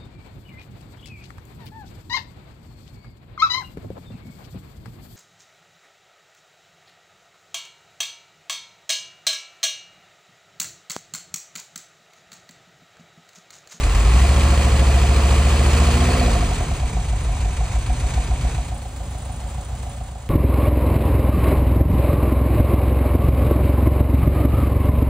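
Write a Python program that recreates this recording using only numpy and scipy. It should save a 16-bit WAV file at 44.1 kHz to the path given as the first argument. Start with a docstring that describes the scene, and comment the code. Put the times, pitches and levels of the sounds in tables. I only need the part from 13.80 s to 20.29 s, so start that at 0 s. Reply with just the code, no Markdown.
"""The exhaust of an air-cooled four-cylinder engine in the back of a van booms: waves locked to the engine cycle.
A loose shield knocks, hardest once a cycle; the valves tick as small bursts of ringing.
Shaped noise makes the rush of exhaust gas and the hiss of the cooling fan.
The engine is revved up, held and let fall to idle, then heard from beside the front wheel.
A phone listens through two microphone ports, which hear the same bass."""
import sys
import numpy as np
from scipy.fft import rfft, irfft, next_fast_len
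from scipy.io import wavfile
from scipy.ndimage import uniform_filter1d, map_coordinates

SR = 44100
rng = np.random.default_rng(int(sys.argv[2]) if len(sys.argv) > 2 else 0)


def pcm_store(signal):
    """Save signal as 16-bit PCM."""
    levels = np.round(np.clip(np.atleast_2d(signal), -1, 1) * 32767)
    wavfile.write(sys.argv[1], SR, levels.astype(np.int16).T)


N = 286209

# A cycle is two turns of the crank. "Three states" are: revved, idling at the rear, idling at the front.

# waves per engine cycle (order): (level/dB in the three states), before the changes in exhaust()
ORDER_LEVELS = dict(zip( (3, 4, 5, 6, 7, 8, 9, 10, 11, 12, 13, 14, 15, 16, 17, 19, 20, 24, 28, 32, 33, 36, 40),
                [(-11.5, -16, -14), (-7, -4.5, -8), (3, -7, -19.5), (-12, -25, -24), (-7, -3, -6),
                (-3, -4, -8.5), (-6, -1.5, -2.5), (-8, -15, -10), (-5, -6.5, -9), (-3, -3, -2.5),
                (-7, -5, -1.5), (-18, -13, -11), (-12, -15.5, -7), (-6, -1, -.5), (-15, -9, -5.5),
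                (-18, -12, -12.5), (-19, -2.5, -12), (-9, -14, -7.5), (-14, -17, -19.5), (-11, -16, -12.5),
                (-15, -16, -23.5), (-15, -22, -24), (-10, -17, -17.5)]))
# shape of the throb, one row per state: (middle order, a/cycles, b/cycles, c/cycles);
# phase = a + b m + c m^2, with m counted from the middle order
THROB = [(5, .99, .46, .365), (8, .5, -.045, .02), (8, .2, -.065, .13)]
# how a wave swells or sinks in the exhaust pipe: (f/Hz, level/dB)
PIPE = [(20, -13), (33, 3.5), (45, 8), (54, 12.5), (65, 11), (72, 7.5), (80, 1), (95, 2), (160, -4.5)]
# the silencer's resonance and notch: (f/Hz, level/dB)
SILENCER = [(215, 0.5), (245, 8.5), (280, 2), (570, 4), (620, -12.5)]
# factor on the wavering in the three states
UNEVEN = (.6, 1.8, 2.5)
SPREAD_BELOW_SPEED, SPREAD_PER_SPEED = 7.1, .04  # cycles/s; c gained per cycle/s below it, at the rear idle
GROW_FROM_ORDER, HELD_SPEED = 13, 14  # order; cycles/s
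GROW_DB = .07  # per order above that and per cycle/s over the held speed
BURIED_DB_PER_GAIN = .03  # sinking per order and per cycle/s gained each second
# dB per cycle/s lost each second: gains of the firing and lowest orders, loss of the others
FIRING_DB_PER_SLOWING, LOWEST_DB_PER_SLOWING, OVERRUN_DB_PER_SLOWING = .2, .7, .3
OVERRUN_FROM_ORDER = 5  # lowest order that weakens


def exhaust(cycle, speed, state, level_db):
    """Waves locked to the cycle; firings are never quite alike, so each wavers, the high ones most."""
    out = np.zeros(N)
    uneven = np.array(UNEVEN) @ state
    lost, gained = slowing(speed), slowing(-speed)
    spread = SPREAD_PER_SPEED * np.maximum(SPREAD_BELOW_SPEED - speed, 0) * state[1]
    for order, strengths_db in ORDER_LEVELS.items():
        # when revved, the upper orders grow with speed but sink while it rises
        growth = GROW_DB * (speed - HELD_SPEED) - BURIED_DB_PER_GAIN * gained
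        grown_db = max(order - GROW_FROM_ORDER, 0) * growth * state[0]

        # as the engine slows, the lowest and the firing orders stand out
        if order == min(ORDER_LEVELS):
            slowing_db = LOWEST_DB_PER_SLOWING
        elif order % 4 == 0:
            slowing_db = FIRING_DB_PER_SLOWING
        else:
            slowing_db = -OVERRUN_DB_PER_SLOWING * (order >= OVERRUN_FROM_ORDER)

        hz = order * speed
        db = level_db + np.array(strengths_db) @ state + grown_db + lost * slowing_db
        db = db + along(PIPE, hz) + along(SILENCER, hz)

        # blend the phases of the three states as arrows on a circle
        arrows = [np.exp(2j * np.pi * (a + b * (order - m) + c * (order - m) ** 2)) for m, a, b, c in THROB]
        throb = np.angle(np.array(arrows) @ state)
        spread_cycles = spread * (order - THROB[1][0]) ** 2
        phase_waver = .45 * np.tanh(uneven * (order / 22) ** 2) * wobble(9)
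        phase = 2 * np.pi * (order * cycle + spread_cycles) + throb + phase_waver
        level_waver_db = uneven * (.5 + .03 * order) * wobble(8)
        out += amp(db + level_waver_db) * np.sqrt(2) * np.cos(phase)
    return out


# ringing of the shield, before its tuning: (f/Hz, level/dB, t60/s)
SHIELD_MODES = [(722, 0, .075), (790, -9, .05), (665, -9, .05), (575, -14, .05)]
# factor on those frequencies in the three states
SHIELD_TUNE = (.965, 1.012, 1.022)
# one hard blow and lighter ones between: (share of the cycle, (level/dB in the three states))
BLOWS = [(.985, (0, 0, 0)), (.36, (-16, -11, -30)), (.25, (-30, -30, -9)), (.74, (-18, -16, -9))]
# level/dB of the rebound in the three states, before it fades with speed when revved
REBOUND_DB = (3, -5, -6)
KNOCK_FROM_SPEED, KNOCK_SPEED_SPAN = 14.38, .6  # cycles/s: where knocks start to harden, and how gradually
KNOCK_FAST_DB, KNOCK_DB_PER_SLOWING = 5, .21  # most gained by speed; dB per cycle/s lost each second
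REBOUND_SHARE, REBOUND_SPEED = .14, 13.5  # of the cycle; cycles/s at which it is strongest when revved
REBOUND_DB_PER_SPEED, REBOUND_FADE_DB = 12, 12  # dB lost per cycle/s away from that, at most


def shield(cycle, speed, state, db):
    """Soft contacts swell before they peak; most strike harder at high speed and while the engine slows."""
    tune = np.array(SHIELD_TUNE) @ state
    fast = np.maximum(speed - KNOCK_FROM_SPEED, 0)
    hard_db = db + KNOCK_FAST_DB * np.tanh(fast / KNOCK_SPEED_SPAN) + KNOCK_DB_PER_SLOWING * slowing(speed)
    rebound_fade_db = np.minimum(REBOUND_DB_PER_SPEED * abs(speed - REBOUND_SPEED), REBOUND_FADE_DB)
    rebound_db = db + np.array(REBOUND_DB) @ state - state[0] * rebound_fade_db
    contacts = [(share, hard_db + np.array(blow_db) @ state) for share, blow_db in BLOWS]
    contacts.append((REBOUND_SHARE, rebound_db))
    return sum(strikes(cycle, share, SHIELD_MODES, amp(level_db), scatter_db=1.3, jitter=.003, rise=.013,
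                       detune=.008, smear=.8, tune=tune)
               for share, level_db in contacts)


# valves closing: (share of the cycle, level/dB of the tappet ring, level/dB of the cover clack)
VALVES = [(0.161, 1, 4), (0.299, -18, 4), (.43, -0.5, 3.5), (0.679, -1, 8.5), (0.921, -25, 2)]
# ringing of the tappets: (f/Hz, level/dB, t60/s)
TAPPET_MODES = [(6450, -10, 0.033), (7170, -18, .04), (7700, -2.5, 0.045), (7900, -15, 0.027),
                (8370, -3.5, 0.11), (8950, -3, 0.078), (9800, -6.5, 0.06)]
# ringing of the rocker cover: (f/Hz, level/dB, t60/s)
COVER_MODES = [(1961, -8, .035), (2340, -6, .035), (2482, -8, .035), (3150, -6, .03), (4270, -10, .045),
               (4520, -8, .035)]


def valves(cycle, tappet_db, cover_db):
    """Each valve landing on its seat rings the tappets and clacks in the rocker cover."""
    out, same_pitch = np.zeros(N), np.ones(N)
    for share, ring_db, clack_db in VALVES:
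        out += strikes(cycle, share, TAPPET_MODES, amp(tappet_db + ring_db), scatter_db=4.5, jitter=.02,
                       rise=.006, detune=.013, smear=3, tune=same_pitch)
        out += strikes(cycle, share, COVER_MODES, amp(cover_db + clack_db), scatter_db=2.5, jitter=.02,
                       rise=.005, detune=.03, smear=3, tune=same_pitch)
    return out


# colour of the gas noise, one table per state: (f/Hz, level/dB)
GAS_REVVED = [(53, -4.5), (90, -10), (118, -10), (168, -19), (266, -21), (456, -21.5), (510, -23),
              (549, -24), (598, -32), (701, -24), (875, -25), (1090, -20.5), (1480, -36), (1700, -28.5),
              (2210, -71), (3740, -120)]
GAS_IDLE = [(53, -44), (90, -7.5), (158, -3.5), (195, -16), (232, -20), (289, -21), (440, -22), (569, -24),
            (737, -17.5), (823, -22.5), (966, -19.5), (1180, -27), (1450, -37), (1700, -48), (2210, -63),
            (3740, -120)]
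GAS_FRONT = [(53, -50), (90, -21), (121, 0.5), (193, -13.5), (226, -13), (269, -16), (366, -36),
             (440, -24.5), (497, -24.5), (569, -13), (628, -23.5), (755, -16), (954, -20.5), (1700, -32.5),
             (2210, -63), (3740, -120)]


def gas(cycle, state, db):
    """Exhaust gas is rushing noise, a little stronger at each of the four firings in a cycle."""
    puffs = 1 + .18 * np.cos(2 * np.pi * 4 * cycle)
    return amp(db + .4 * wobble(6)) * puffs * rush((GAS_REVVED, GAS_IDLE, GAS_FRONT), state)


# colour of the fan noise, one table per state: (f/Hz, level/dB)
FAN_REVVED = [(820, -2), (1400, -2), (1490, -8), (1970, -2), (2140, -5), (2420, -1), (3440, -7.5),
              (4430, -8.5), (5320, -12), (7660, -8), (9760, -15), (11200, -28), (14800, -25.5),
              (15700, -26)]
FAN_IDLE = [(820, 0.5), (1400, -4), (2080, -3.5), (2370, 0), (2810, -4.5), (3440, -7), (3810, -5),
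            (5210, -12.5), (6190, -6), (7970, -6.5), (9190, -10.5), (11800, -29.5), (14300, -24),
            (15700, -27)]
FAN_FRONT = [(820, 4), (1400, -4.5), (2010, -2.5), (2780, -3), (2930, -3), (4130, -5), (5110, -10),
             (6780, -4.5), (7500, -2), (8220, -7), (8910, -4.5), (11100, -20.5), (14900, -18.5),
             (15700, -16)]


def fan(cycle, state, db):
    """The cooling fan is hissing noise; the valve gear adds a burst of rattle at each valve landing."""
    clacks = [(share, clack_db) for share, _, clack_db in VALVES]
    bursts = uniform_filter1d(pulses(cycle, clacks, width=.13), 200)
    rattle = 1 + .33 * bursts * amp(4 * np.tanh(wobble(25)))
    return amp(db + 1 + .38 * wobble(7.07)) * rattle * rush((FAN_REVVED, FAN_IDLE, FAN_FRONT), state)


# how alike left and right are: (f/Hz, likeness from 0 to 1)
ALIKE = [(200, 1), (240, .93), (640, .86), (1410, .88), (2500, .72), (4500, .68), (8000, .76), (13000, .45)]
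RUSH_LOW_HZ = 75  # below this the noise fades and the boom is heard almost alone


def rush(spectra, shares):
    """Stereo noise passes from one colour to the next, each colour evened to rms 1 before mixing."""
    def mid_side(hz):
        angle = np.arccos(np.clip(along(ALIKE, hz), -1, 1)) / 2
        return [np.cos(angle), np.sin(angle)] / (1 + (RUSH_LOW_HZ / (hz + 1)) ** 3)

    mid, side = filtered(rng.standard_normal((2, N)), mid_side)
    pair = np.array([mid + side, mid - side])
    return sum(share * unit(filtered(pair, lambda hz: amp(along(points, hz))))
               for points, share in zip(spectra, shares))


def strikes(cycle, share, modes, level, scatter_db, jitter, rise, detune, smear, tune):
    """One blow at this share of every cycle sets off fading tones, each at a new strength."""
    out, t = np.zeros(N + SR), np.arange(SR // 12) / SR
    hz, db, t60 = np.transpose(modes)[..., None]
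    for turn in np.arange(np.ceil(cycle[0] - share), cycle[-1] - share):
        phase_luck, pitch_luck, level_luck = rng.standard_normal((3, len(modes), 1))
        moment = turn + share + jitter * phase_luck[0, 0]  # in cycles
        # start early, so that the peak falls on the moment
        at = max(np.searchsorted(cycle[:-1], moment) - round(rise * SR), 0)
        swell = np.sin(np.pi / 2 * np.minimum(t / rise, 1)) ** 2
        fade = amp(db + scatter_db * level_luck - 60 * np.maximum(t - rise, 0) / t60)
        tone_hz = hz * tune[at] * (1 + detune * pitch_luck)
        tones = np.sin(2 * np.pi * tone_hz * (t - rise) + smear * phase_luck)
        out[at:at + len(t)] += level[at] * np.sum(swell * fade * tones, axis=0)
    return out[:N]


def pulses(cycle, places, width):
    """A bump at each (share of the cycle, level/dB), fast up and slowly down."""
    return sum(amp(db) * np.exp(-((cycle - share) % 1) / width) for share, db in places)


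def slowing(speed):
    """Cycles a second lost each second, smoothed over a fifth of a second."""
    return np.maximum(-uniform_filter1d(np.gradient(speed) * SR, size=SR // 5), 0)


def amp(db):
    """Gain of a level in dB."""
    return 10 ** (np.asarray(db) / 20)


def unit(x):
    """x at rms 1."""
    return x / np.sqrt(np.mean(x ** 2) + 1e-20)


def along(points, hz):
    """Read a curve of (f/Hz, value) points on a log axis."""
    f, v = np.transpose(points)
    return np.interp(np.log(hz + 1), np.log(f + 1), v)


def curves(rows):
    """One value per sample for each column after the time."""
    s, *cols = np.transpose(rows)
    return np.array([np.interp(np.arange(N) / SR, s, c) for c in cols])


def wobble(rate):
    """A random curve through rate new points a second."""
    return map_coordinates(rng.standard_normal(int(N * rate / SR) + 4), [np.arange(N) * rate / SR])


def filtered(x, response):
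    """x times a response of frequency."""
    m = next_fast_len(N + 8192)
    return irfft(rfft(x, m) * response(np.fft.rfftfreq(m, 1 / SR)), m)[..., :N]


# engine speed: (t/s, speed in cycles/s)
SPEED = [(0.0, 7.84), (0.18, 9.67), (0.45, 13.65), (0.58, 14.16), (1.07, 13.46), (1.49, 13.83),
         (2.11, 14.67), (2.3, 15.55), (2.39, 16.0), (2.56, 13.4), (2.81, 9.97), (3.2, 6.28), (3.61, 6.13),
         (4.15, 7.27), (4.81, 7.41), (5.01, 7.28), (5.13, 6.72), (5.72, 7.05), (6.49, 6.89)]
# loudness at the phone, from throttle and distance; every part follows it: (t/s, level/dB)
LEVEL = [(0, -30.5), (.15, -29), (.45, -27), (1.2, -28), (1.9, -27), (2.35, -26), (2.6, -29), (2.9, -33),
         (3.25, -35.5), (3.7, -35), (4.2, -34), (4.7, -35), (5.05, -43), (5.5, -41), (6.15, -42.5),
         (6.49, -47)]
# blend of the three states: (t/s, share revved, share idling at the rear, share idling at the front)
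STATE = [(0, 1, 0, 0), (2.4, 1, 0, 0), (3.1, 0, 1, 0), (4.75, 0, 1, 0), (5.0, 0, 0, 1)]
# base level/dB of each part against LEVEL, in the three states; fan() adds 1 dB
GAS_DB = (-.2, .8, 2.6)
FAN_DB = (-4, -5.5, -4)
KNOCK_DB = (-.5, 5, 8)
TAPPET_DB = (-19, -10.5, -4.5)
COVER_DB = (-9.5, -11, -18)
COVER_DB_PER_SPEED = 2.2  # the cover clacks harder: dB per cycle/s above the held speed
START = .402  # share of the cycle gone at time 0


def scene():
    """One crank drives all the engine parts, and their sounds add up."""
    speed, level_db = curves(SPEED)[0], curves(LEVEL)[0]
    cycle = START + np.cumsum(speed) / SR
    state = curves(STATE)
    parts_db = np.array([GAS_DB, FAN_DB, KNOCK_DB, TAPPET_DB, COVER_DB]) @ state
    gas_db, fan_db, knock_db, tappet_db, cover_db = level_db + parts_db
    cover_db = cover_db + COVER_DB_PER_SPEED * np.maximum(speed - HELD_SPEED, 0)
    return (exhaust(cycle, speed, state, level_db)
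            + shield(cycle, speed, state, knock_db)
            + valves(cycle, tappet_db, cover_db)
            + gas(cycle, state, gas_db)
            + fan(cycle, state, fan_db))


# left minus right: (f/Hz, level/dB)
LEAN = [(200, 0), (300, -2.5), (700, -2.7), (1400, -2.4), (2500, 1), (4500, 0)]
# the two ports hear the engine by different paths: (f/Hz, radians by which left leads)
LEAD = [(200, 0), (330, -0.24), (860, -0.89), (1700, 0.34), (2150, 0.68), (3010, 1.37), (3790, 1.07),
        (4390, 1.1), (5430, -1.42), (9560, -1.22), (14300, -1.5)]
TOP_HZ = 15780  # nothing is kept from here up


def record(dry):
    """Above the bass the two microphone ports differ in level and timing; the very top is cut off."""
    def ports(hz):
        halves = [.5, -.5]  # left, right
        return amp(np.outer(halves, along(LEAN, hz))) * np.exp(1j * np.outer(halves, along(LEAD, hz)))

    return filtered(dry, lambda hz: ports(hz) * (hz < TOP_HZ))


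dry = scene()
out = record(dry)
pcm_store(out)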